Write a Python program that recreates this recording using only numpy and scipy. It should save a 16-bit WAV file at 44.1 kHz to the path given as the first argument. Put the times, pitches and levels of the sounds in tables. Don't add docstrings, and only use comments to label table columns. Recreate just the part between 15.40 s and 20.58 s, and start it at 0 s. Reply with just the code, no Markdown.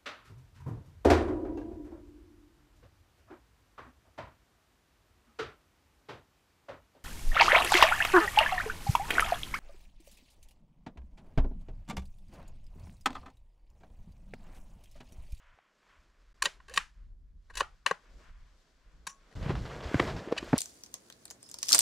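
import sys
import numpy as np
from scipy import signal
from scipy.fft import rfft, irfft
from scipy.io import wavfile
from scipy.ndimage import uniform_filter1d

SR = 44100
rng = np.random.default_rng(int(sys.argv[2]) if len(sys.argv) > 2 else 0)


def wav_record(signal):
    frames = np.transpose(np.atleast_2d(signal))
    bounded = np.clip(frames, -1, 1)
    quanta = np.round(bounded * 32767).astype(np.int16)
    wavfile.write(sys.argv[1], SR, quanta)


N = 228321
T = np.arange(N) / SR

# (time [s], left minus right [dB], basic width as side over mid [ratio])
STAGE = [(0, 0, .1), (1.0, 0, .08), (1.5, -1, .12), (2.0, 0, .3), (2.7, 2, .4), (3.6, 1.5, 0.5),
         (3.945, 0, .45), (3.955, 1, .3), (4.2, 0, .2), (5.18, 0, .1)]
# (time [s], rustle [dB], low crunch [dB], treble [dB])
RUSTLE_LEVELS = [
    [(0, -62.5, -108, -79.5), (.234, -71, -82.5, -85), (.5, -70, -75, -76), (.766, -77, -82.5, -81),
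     (1.1, -70, -75, -76.5), (1.55, -73, -90, -81.5), (1.756, -90.5, -88.5, -93.5), (1.95, -89.5, -93, -92),
     (2.15, -76.5, -80, -76), (2.43, -76.5, -83, -81), (2.65, -70.5, -74.5, -77),
     (2.806, -63.5, -67, -71.5), (2.9, -65.5, -73, -75.5), (2.92, -73.5, -89.5, -79.5),
     (3.182, -74, -77.5, -75.5), (3.5, -77, -77, -80), (3.852, -73, -74, -76.5), (3.945, -69, -66.5, -72.5)],
    [(3.955, -65, -53.5, -63.5), (4.095, -47, -42.5, -58.5), (4.16, -55.5, -50, -62),
     (4.419, -52, -48.5, -62), (4.53, -49, -51, -55), (4.62, -42, -40, -51.5), (4.77, -57, -46, -60),
     (4.92, -55.5, -50, -65.5), (5.12, -50.5, -53, -55.5)],
]
# (pitch [Hz], level [dB], free ring time to -60 dB [s])
RIFLE_MODES = [(456, -5.5, 0.079), (560, 2.5, 0.037), (626, -9.5, 0.014), (1030, -21.5, 0.14),
               (1095, 5.5, 0.041), (1140, -8.5, 0.05), (1630, -11.5, .045), (1670, -2.5, 0.027),
               (1873, 2, 0.038), (2237, -14.5, 0.021), (2682, 1.5, .04), (3016, 3.5, 0.065),
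               (3630, -6.5, 0.0083), (4041, 4.5, 0.023), (4500, 3, 0.016), (4790, 2.5, 0.016),
               (5930, 4, 0.0067), (6370, 1, 0.0061), (6820, -2.5, .02), (7120, 4.5, 0.055),
               (8115, 3, 0.025), (8870, -8, 0.033), (9750, 3.5, .015), (10800, -11.5, 0.014),
               (11500, -10.5, .012)]
# (time [s], half length of the silence [s])
CUTS = [(.9365, .0055), (3.949, .002)]
SNOW_START_S = CUTS[1][0]


def undb(db):
    return 10 ** (np.asarray(db, float) / 20)


def unit(x):
    return x / np.sqrt(np.mean(x ** 2))


def column(table, order, s):
    rows = np.array(table)
    return np.interp(s, rows[:, 0], rows[:, order])


def curve(tables, order):
    return undb(column(np.vstack(tables), order, T))


def band(x, lo_hz, hi_hz):
    return signal.sosfilt(signal.butter(2, [lo_hz, hi_hz], "band", fs=SR, output="sos"), x)


def shaped(x, tone):
    hz, db = np.transpose(tone)
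    f = np.arange(x.shape[-1] // 2 + 1) * SR / x.shape[-1] + 1
    gain = undb(np.interp(np.log(f), np.log(hz), db))
    return irfft(rfft(x) * gain, x.shape[-1])


def ring(x, hz, t60):
    pole = np.exp(2j * np.pi * hz / SR - np.log(1000) / (t60 * SR))
    return signal.lfilter([1], [1, -pole], x).imag


def walk(rate):
    k = int(SR / rate)
    steps = np.repeat(rng.standard_normal(N // k + 1), k)
    return unit(uniform_filter1d(uniform_filter1d(steps, k), k)[:N])


def grit(scatter_db, spread):
    chance = np.repeat(rng.exponential(size=N // 24 + 1), 24)[:N]
    size = undb(np.minimum(scatter_db * chance, 9))
    mid, side = rng.standard_normal((2, N)) * size
    side = side * spread * column(STAGE, order=2, s=T)
    pan_db = column(STAGE, order=1, s=T) / 2
    return np.array([(mid + side) * undb(pan_db), (mid - side) * undb(-pan_db)])


def add(out, s, x, pan_db):
    i = int(s * SR)
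    x = x[..., :N - i]
    out[:, i:i + x.shape[-1]] += x * undb([[pan_db / 2], [-pan_db / 2]])


def rustle():
    # (pitch [Hz], gain [dB])
    rustle_tone = [(350, -28.5), (600, -6), (832, -9.5), (1020, -0.5), (1280, -2.5), (1500, -1), (2180, -6),
                   (3400, -13), (4420, -35), (7480, -120)]
    # (pitch [Hz], gain [dB])
    treble_tone = [(1650, -30.5), (2800, -7.5), (3260, -4), (4500, -2.5), (7550, -9), (9400, -18.5),
                   (12400, -21.5), (14100, -27), (16000, -70)]
    low = unit(band(grit(0.17, 0.42), 140, 620)) * undb(2.0 * walk(25))
    mid = unit(shaped(grit(0.66, 1.0), rustle_tone)) * undb(2.0 * walk(14))
    top = unit(shaped(grit(1.3, 1.2), treble_tone)) * undb(0.8 * walk(30))
    mid = curve(RUSTLE_LEVELS, order=1) * mid
    low = curve(RUSTLE_LEVELS, order=2) * low
    return mid + low + curve(RUSTLE_LEVELS, order=3) * top


def buffet():
    # (time [s], rumble [dB], upper rumble [dB])
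    buffet_levels = [
        [(0, -72, -100), (.13, -58.5, -105), (.19, -79, -102), (.42, -88, -95), (.6, -55, -87),
         (.77, -71.5, -102), (.91, -55, -86), (1.13, -61, -79), (1.38, -53, -74), (1.55, -57, -83.5),
         (1.82, -46.5, -83), (2.03, -52, -84.5), (2.26, -52, -83.5), (2.45, -67.5, -79), (2.6, -68.5, -77.5),
         (2.72, -55.5, -76.5), (3.04, -54, -82.5), (3.35, -66.5, -80.5), (3.55, -57.5, -76.5),
         (3.72, -68.5, -80.5), (3.947, -70, -79)],
        [(3.951, -42, -70), (3.981, -33, -59), (4.101, -39.5, -30.5), (4.175, -29, -38.5), (4.23, -34.5, -44),
         (4.27, -47, -44.5), (4.4, -46, -50), (4.485, -35.5, -58), (4.56, -69, -70), (4.62, -43, -44),
         (4.791, -43.5, -44), (4.839, -62, -81), (4.937, -56.5, -75), (5.177, -45, -64)],
    ]
    gust_db, gusts_per_s = 2.5, 16
    mid, side = rng.standard_normal((2, N))
    air = mid + 0.17 * np.array([side, -side])
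    deep = np.where(T < SNOW_START_S, unit(band(air, 18, 48)), unit(band(air, 32.3, 81.6)))
    deep = deep * undb(gust_db * walk(gusts_per_s))
    upper = unit(band(air, 66, 150)) * undb(gust_db * walk(gusts_per_s))
    return curve(buffet_levels, order=1) * deep + curve(buffet_levels, order=2) * upper


def microphone_hiss():
    return undb(-93.5) * band(rng.standard_normal((2, N)), 2000, 15000)


def knocks():
    # (time [s], peak of the body [dB], pitch [Hz], snap against body [dB])
    knock_rows = [(0.176, -61, 530, -8), (.187, -58, 726, 6.5), (4.027, -33.5, 140, -8),
                  (4.061, -26, 143, -35), (4.094, -25, 129, -6), (4.104, -24.5, 386, -15),
                  (4.153, -37, 140, 5), (4.252, -41, 128, 0), (4.514, -31, 403, -19),
                  (4.543, -16.5, 286, -3.5), (4.552, -20, 127, -10), (4.599, -17, 343, 4.5),
                  (4.608, -27, 132, -16), (4.874, -30.5, 333, -24), (4.883, -35, 486, -10),
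                  (4.912, -30.5, 647, -23), (4.918, -28.5, 560, -21), (4.924, -14, 475, -21),
                  (5.027, -29, 347, -5.5), (5.13, -14.5, 253, -10), (5.137, -12.5, 244, -29)]
    floor_s, ring_cycles = 0.0095, 3.8
    out, t = np.zeros((2, N)), np.arange(SR // 8) / SR
    for s, peak_db, hz, snap_db in knock_rows:
        push = np.hanning(int(0.45 * SR / hz) + 2)
        push = np.pad(push, (0, len(t) - len(push)))
        t60 = floor_s + ring_cycles / hz
        body = ring(push, hz, t60) + undb(-8) * ring(push, 2.17 * hz, 0.48 * t60)
        body = band(body, 0.42 * hz, 4700)
        snap = band(rng.standard_normal(len(t)) * t * np.exp(-t / 0.00118), 550, 1700)
        blow = body / np.abs(body).max() + undb(snap_db) * snap / np.abs(snap).max()
        add(out, s, undb(peak_db) * blow, 0)
    return out


def bolt_clicks():
    # (time [s], level [dB], stock knock at 500 Hz [dB], ring at 1.1 kHz [dB], metal at 2.8 kHz [dB],
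    #  treble fall from 2.8 to 10 kHz [dB per octave], left minus right [dB], contact time scale [ms])
    click_rows = [(1.0233, -12.5, -41.5, -2.5, -8, 0.5, 0.5, 1.5),
                  (1.0568, -16.5, -14.5, -5, 1, 8, 0, 1.27), (1.063, -21.5, -8.5, -11.5, -9, 12, 0, 2.26),
                  (1.203, -42.5, -45.5, 0.5, -15.5, 17, 0, 1.13), (1.283, -39, -24.5, -6, -11, 5, 2, 1.9),
                  (1.297, -38.5, -14, -11, -11, 1, 1, 1.2), (1.339, -33.5, -29, -9.5, -6.5, -0.5, 1, 2.1),
                  (1.3624, -33, -41, -10.5, 2, 9, -0.5, 0.71), (1.3762, -6.5, -30, -7.5, -7.5, 7, 1, 0.97),
                  (2.0993, -35, -13.5, -10.5, -22, 4.5, 4, 3.4), (2.137, -43.5, -19, -9, -7, 4.5, 2.5, 3.2),
                  (2.1553, -37, -37, -27, -8.5, -1, 9, 1), (2.1708, -26, -23.5, -7.5, -4.5, 2, 4, 3.2),
                  (2.1875, -30.5, -32.5, -13, -17, 4, 9.5, 2.1),
                  (2.1964, -41.5, -46, 16.5, 2.5, 3, 4.5, 4.3),
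                  (2.2067, -18.5, -7.5, 6, -3.5, 9.5, 1.5, 1.34),
                  (2.2127, -24, 3, -32.5, -17.5, 13, 1.5, 1.67), (2.2264, -42.5, -5, -9, -3, 8.5, -6, 2.1),
                  (2.464, -8, -40, -1, -6, 8, 5, .9), (2.469, -16, -15.5, 0, -11, 11.5, 2, 0.65),
                  (2.5125, -15, -4, -2.5, -14, 8, 1.5, 1.12), (3.669, -27, -23.5, -1, -6.5, -0.5, 3, 2.34),
                  (3.692, -52.5, -24, -6, 0, 0.5, 1, 3.8), (3.914, -54.5, -2, -9, -13, 5, 5, 1.4),
                  (3.9272, -42.5, -8.5, -24, -15, 6.5, 7, 1.07), (4.255, -43, -20, 4, -21, 7, 0, 1.1),
                  (4.5978, -15, -0.5, -6, -7.5, 18, 0, 0.96), (4.977, -24.5, -34, -14, 0.5, 11, 0, 2.83)]
    colour_hz = (170, 500, 1100, 1700, 2800, 10000, 16000)
    butt_db, air_db = -38.5, -14
    ring_share = 0.48
    lean_db = 6
    lead = 300
    out, t = np.zeros((2, N)), np.arange(SR // 7) / SR
    hz, db, t60 = np.transpose(RIFLE_MODES)
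    opposite = np.array([[1], [-1]])
    for s, level_db, stock, low, bright, fall, pan, contact_ms in click_rows:
        width = column(STAGE, order=2, s=s)
        u = t * 1000 / contact_ms
        push = u ** 2 * np.exp(-u) * rng.standard_normal(len(t))
        detune, lean = rng.standard_normal((2, len(hz)))
        held_hz = hz * (1 + 0.025 * detune)
        parts = np.array([ring(push, f, d * ring_share) for f, d in zip(held_hz, t60)])
        parts *= (undb(db) / np.abs(parts).max(axis=1))[:, None]
        crack = undb(5.0) * band(push, 600, 11000) / np.abs(push).max()
        sides = undb(opposite * lean_db * width * lean) @ parts + crack
        noise = shaped(rng.standard_normal((2, len(t))), [(1000, -2.5), (6000, 5), (12000, -4)])
        loose, aside = noise * np.minimum(u / 3, 1) * np.exp(-t / 0.033)
        aside = shaped(aside, [(2000, 2), (8000, 4), (13000, 14)])
        sides += undb(-12) * (loose + opposite * width * aside)
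        sides[1] = np.roll(sides[1], round(column(STAGE, order=1, s=s) / 3))
        core = np.abs(band(sides[0], 1400, 3200)).max()
        top = bright - fall * np.log2(colour_hz[5] / colour_hz[4])
        gains_db = [butt_db, stock, low, 0, bright, top, top - 0.53 * fall + air_db]
        coloured = shaped(np.roll(sides, lead, axis=1), list(zip(colour_hz, gains_db)))
        add(out, s - 0.002 - lead / SR, coloured * undb(level_db) / core, pan)
    return out


def bolt_slides():
    # (start [s], end [s], scrape at start [dB], scrape at end [dB], treble at start [dB], treble at end [dB])
    slide_rows = [(1.038, 1.051, -35, -44, -36.5, -34), (1.306, 1.37, -52.5, -48, -70, -38.5),
                  (2.153, 2.202, -50, -49, -54.5, -41.5), (2.472, 2.51, -40, -59, -42.5, -58.5)]
    sag_db = 7.5
    out = np.zeros((2, N))
    scrape = band(grit(1.5, 0)[0], 450, 15000)
    modes = [undb(db) * unit(ring(scrape, hz, 0.5 * t60)) for hz, db, t60 in RIFLE_MODES]
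    dull = unit(sum(modes[:12]) + 2.7 * unit(band(scrape, 710, 3300)))
    bright = unit(sum(modes[12:]) + 2.2 * unit(band(scrape, 2100, 19000)))
    for start, end, dull_from, dull_to, bright_from, bright_to in slide_rows:
        way = np.clip((T - start) / (end - start), 0, 1)
        on = uniform_filter1d(1.0 * ((T > start) & (T < end + 0.004)), size=200)
        on = on * undb(-sag_db * np.sin(np.pi * way))
        dull_gain = undb(dull_from + (dull_to - dull_from) * way)
        bright_gain = undb(bright_from + (bright_to - bright_from) * way)
        out += on * (dull_gain * dull + bright_gain * bright)
    return out


def stock_thuds():
    # (time [s], level [dB])
    thud_rows = [(1.063, -47), (1.377, -42.5), (2.206, -47.5), (2.465, -55.5), (2.513, -38.5), (3.675, -51)]
    thud_hz, t60 = 176, 0.064
    out, t = np.zeros((2, N)), np.arange(SR // 8) / SR
    fade = np.minimum(t / 0.0014, 1) * np.exp(-np.log(1000) * t / t60)
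    boom = np.sin(2 * np.pi * thud_hz * t) * fade
    for s, level_db in thud_rows:
        add(out, s, undb(level_db) * boom, 1.5)
    return out


def bolt_squeak():
    start, end, fade_s = 1.275, 1.375, 0.012
    glide_hz = np.exp(np.interp(T, (start, end), np.log((368, 930))))
    phase = 2 * np.pi * np.cumsum(glide_hz * (1 + 0.07 * walk(300))) / SR
    fade = np.clip(np.minimum(T - start, end - T) / fade_s, 0, 1) ** 2
    return fade * undb(-58 + 4.5 * walk(150)) * np.sin(phase)


def catch_spring():
    # (time [s], pitch [Hz], level before wavering [dB], ring time to -60 dB [s])
    spring_rows = [(3.672, 1102, -48, 0.27), (3.671, 5680, -50.5, 0.19), (3.686, 7140, -56, 0.15),
                   (3.686, 6160, -55.5, 0.16)]
    out, t = np.zeros((2, N)), T[:SR // 2]
    for s, hz, level_db, t60 in spring_rows:
        tone = np.minimum(t / 0.00418, 1) * ring(1.0 * (t == 0), hz, t60)
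        sway = undb(1.5 * walk(40)[:len(t)])
        flutter = 1 + 1.87 * (hz / 7000) ** 2 * walk(700)[:len(t)]
        add(out, s, undb(level_db) * tone * sway * flutter, 1.5)
    return out


def bolt():
    out = bolt_clicks() + bolt_slides() + bolt_squeak() + catch_spring()
    return signal.sosfilt(signal.butter(3, 100, "high", fs=SR, output="sos"), out)


def trees(x):
    echo_db, t60, split_hz = -25, 0.2, 3630
    t = np.arange(SR // 2) / SR
    mid, side = rng.standard_normal((2, len(t)))
    tail = (mid + 0.51 * np.array([side, -side])) * np.minimum(t / 0.012, 1)
    dull = band(tail, 450, split_hz) * np.exp(-np.log(1000) * t / t60)
    treble = undb(-6.5) * band(tail, split_hz, 11000) * np.exp(-np.log(1000) * t / (1.16 * t60))
    tail = dull + treble
    tail = tail / np.sqrt(np.sum(tail[0] ** 2))
    return undb(echo_db) * signal.fftconvolve(x * walk(900), tail, axes=1)[:, :N]


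def crackle():
    crackle_db, crackles_per_s = -3.5, 260
    when, size, pitch = rng.random((3, N))
    in_snow = T > SNOW_START_S
    pops = (when < crackles_per_s / SR) * undb(-4.0 * np.log(size + 0.039)) * in_snow
    edges = np.linspace(0, 1, 6)
    heard = np.zeros(N)
    for a, b, hz in zip(edges, edges[1:], (620, 1080, 1960, 3030, 4200)):
        heard += ring(pops * (pitch >= a) * (pitch < b), hz, 6.6 / hz)
    heard = band(heard, 360, 7000)
    heard = heard / heard[in_snow].std()
    pan = undb(np.outer([0.5, -0.5], column(STAGE, order=1, s=T)))
    return undb(crackle_db) * curve(RUSTLE_LEVELS, order=1) * heard * pan


def crunches():
    # (time [s], level [dB], low offset [dB], treble offset [dB], time from start to fullest swell [ms])
    crunch_rows = [(3.957, -46, -7, -22, 5.7), (3.967, -45, -1, -12, 4.4), (4.029, -36, 9.5, -6, 3.4),
                   (4.097, -29, 3.5, -16.5, 8.9), (4.153, -38.5, 5, -9, 15.4), (4.253, -35.5, 5, -13, 7.6),
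                   (4.304, -38, 5.5, -13, 9.3), (4.424, -39.5, 5.5, -5.5, 16.4), (4.467, -42, 7, -5, 13),
                   (4.629, -50, -6, -18, 8.5), (4.673, -30, 1, -11.5, 15), (4.705, -44, -8, -8, 4.9),
                   (4.763, -34.5, 3.5, -8.5, 7.2), (4.783, -38.5, -19, -8.5, 8.5),
                   (4.923, -31.5, 18.5, -9.5, 3.8), (4.966, -30, 1, -15, 6.3), (5.13, -18.5, 5.5, -41, 4.8),
                   (5.155, -31.5, -1.5, -12.5, 8.6)]
    out, t = np.zeros((2, N)), np.arange(SR // 8) / SR
    for s, level_db, low_db, top_db, swell_ms in crunch_rows:
        u = t * 1000 / swell_ms
        chance = np.repeat(rng.exponential(size=len(t) // 16 + 1), 16)[:len(t)]
        grains = rng.standard_normal(len(t)) * undb(np.minimum(3.5 * chance, 11))
        tone = [(120, low_db - 31), (450, low_db + 4.5), (1500, 0),
                (5000, top_db - 0.5), (14000, top_db - 37)]
        burst = shaped(unit(grains) * u * np.exp(1 - u), tone)
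        add(out, s - 0.002, undb(level_db) * burst, 0)
    return out


def scene():
    rifle = bolt()
    near = rustle() + buffet() + microphone_hiss() + knocks()
    return near + rifle + stock_thuds() + trees(rifle) + crackle() + crunches()


def record(dry):
    # (time [s], side gain [dB])
    image = [(0, -1), (.25, -22), (.94, -25), (1.0, -0.5), (4.1, 0), (4.3, -10.5), (4.55, -42), (5.18, -45)]
    mid = (dry[0] + dry[1]) / 2
    side = (dry[0] - dry[1]) / 2 * curve([image], order=1)
    gate = np.ones(N)
    for s, half in CUTS:
        gate *= np.clip((np.abs(T - s) - half) / 0.0015, 0, 1)
    top_cut = signal.ellip(8, 0.2, 70, 16100, fs=SR, output="sos")
    return signal.sosfilt(top_cut, np.array([mid + side, mid - side]) * gate)


dry = scene()
out = record(dry)
wav_record(out)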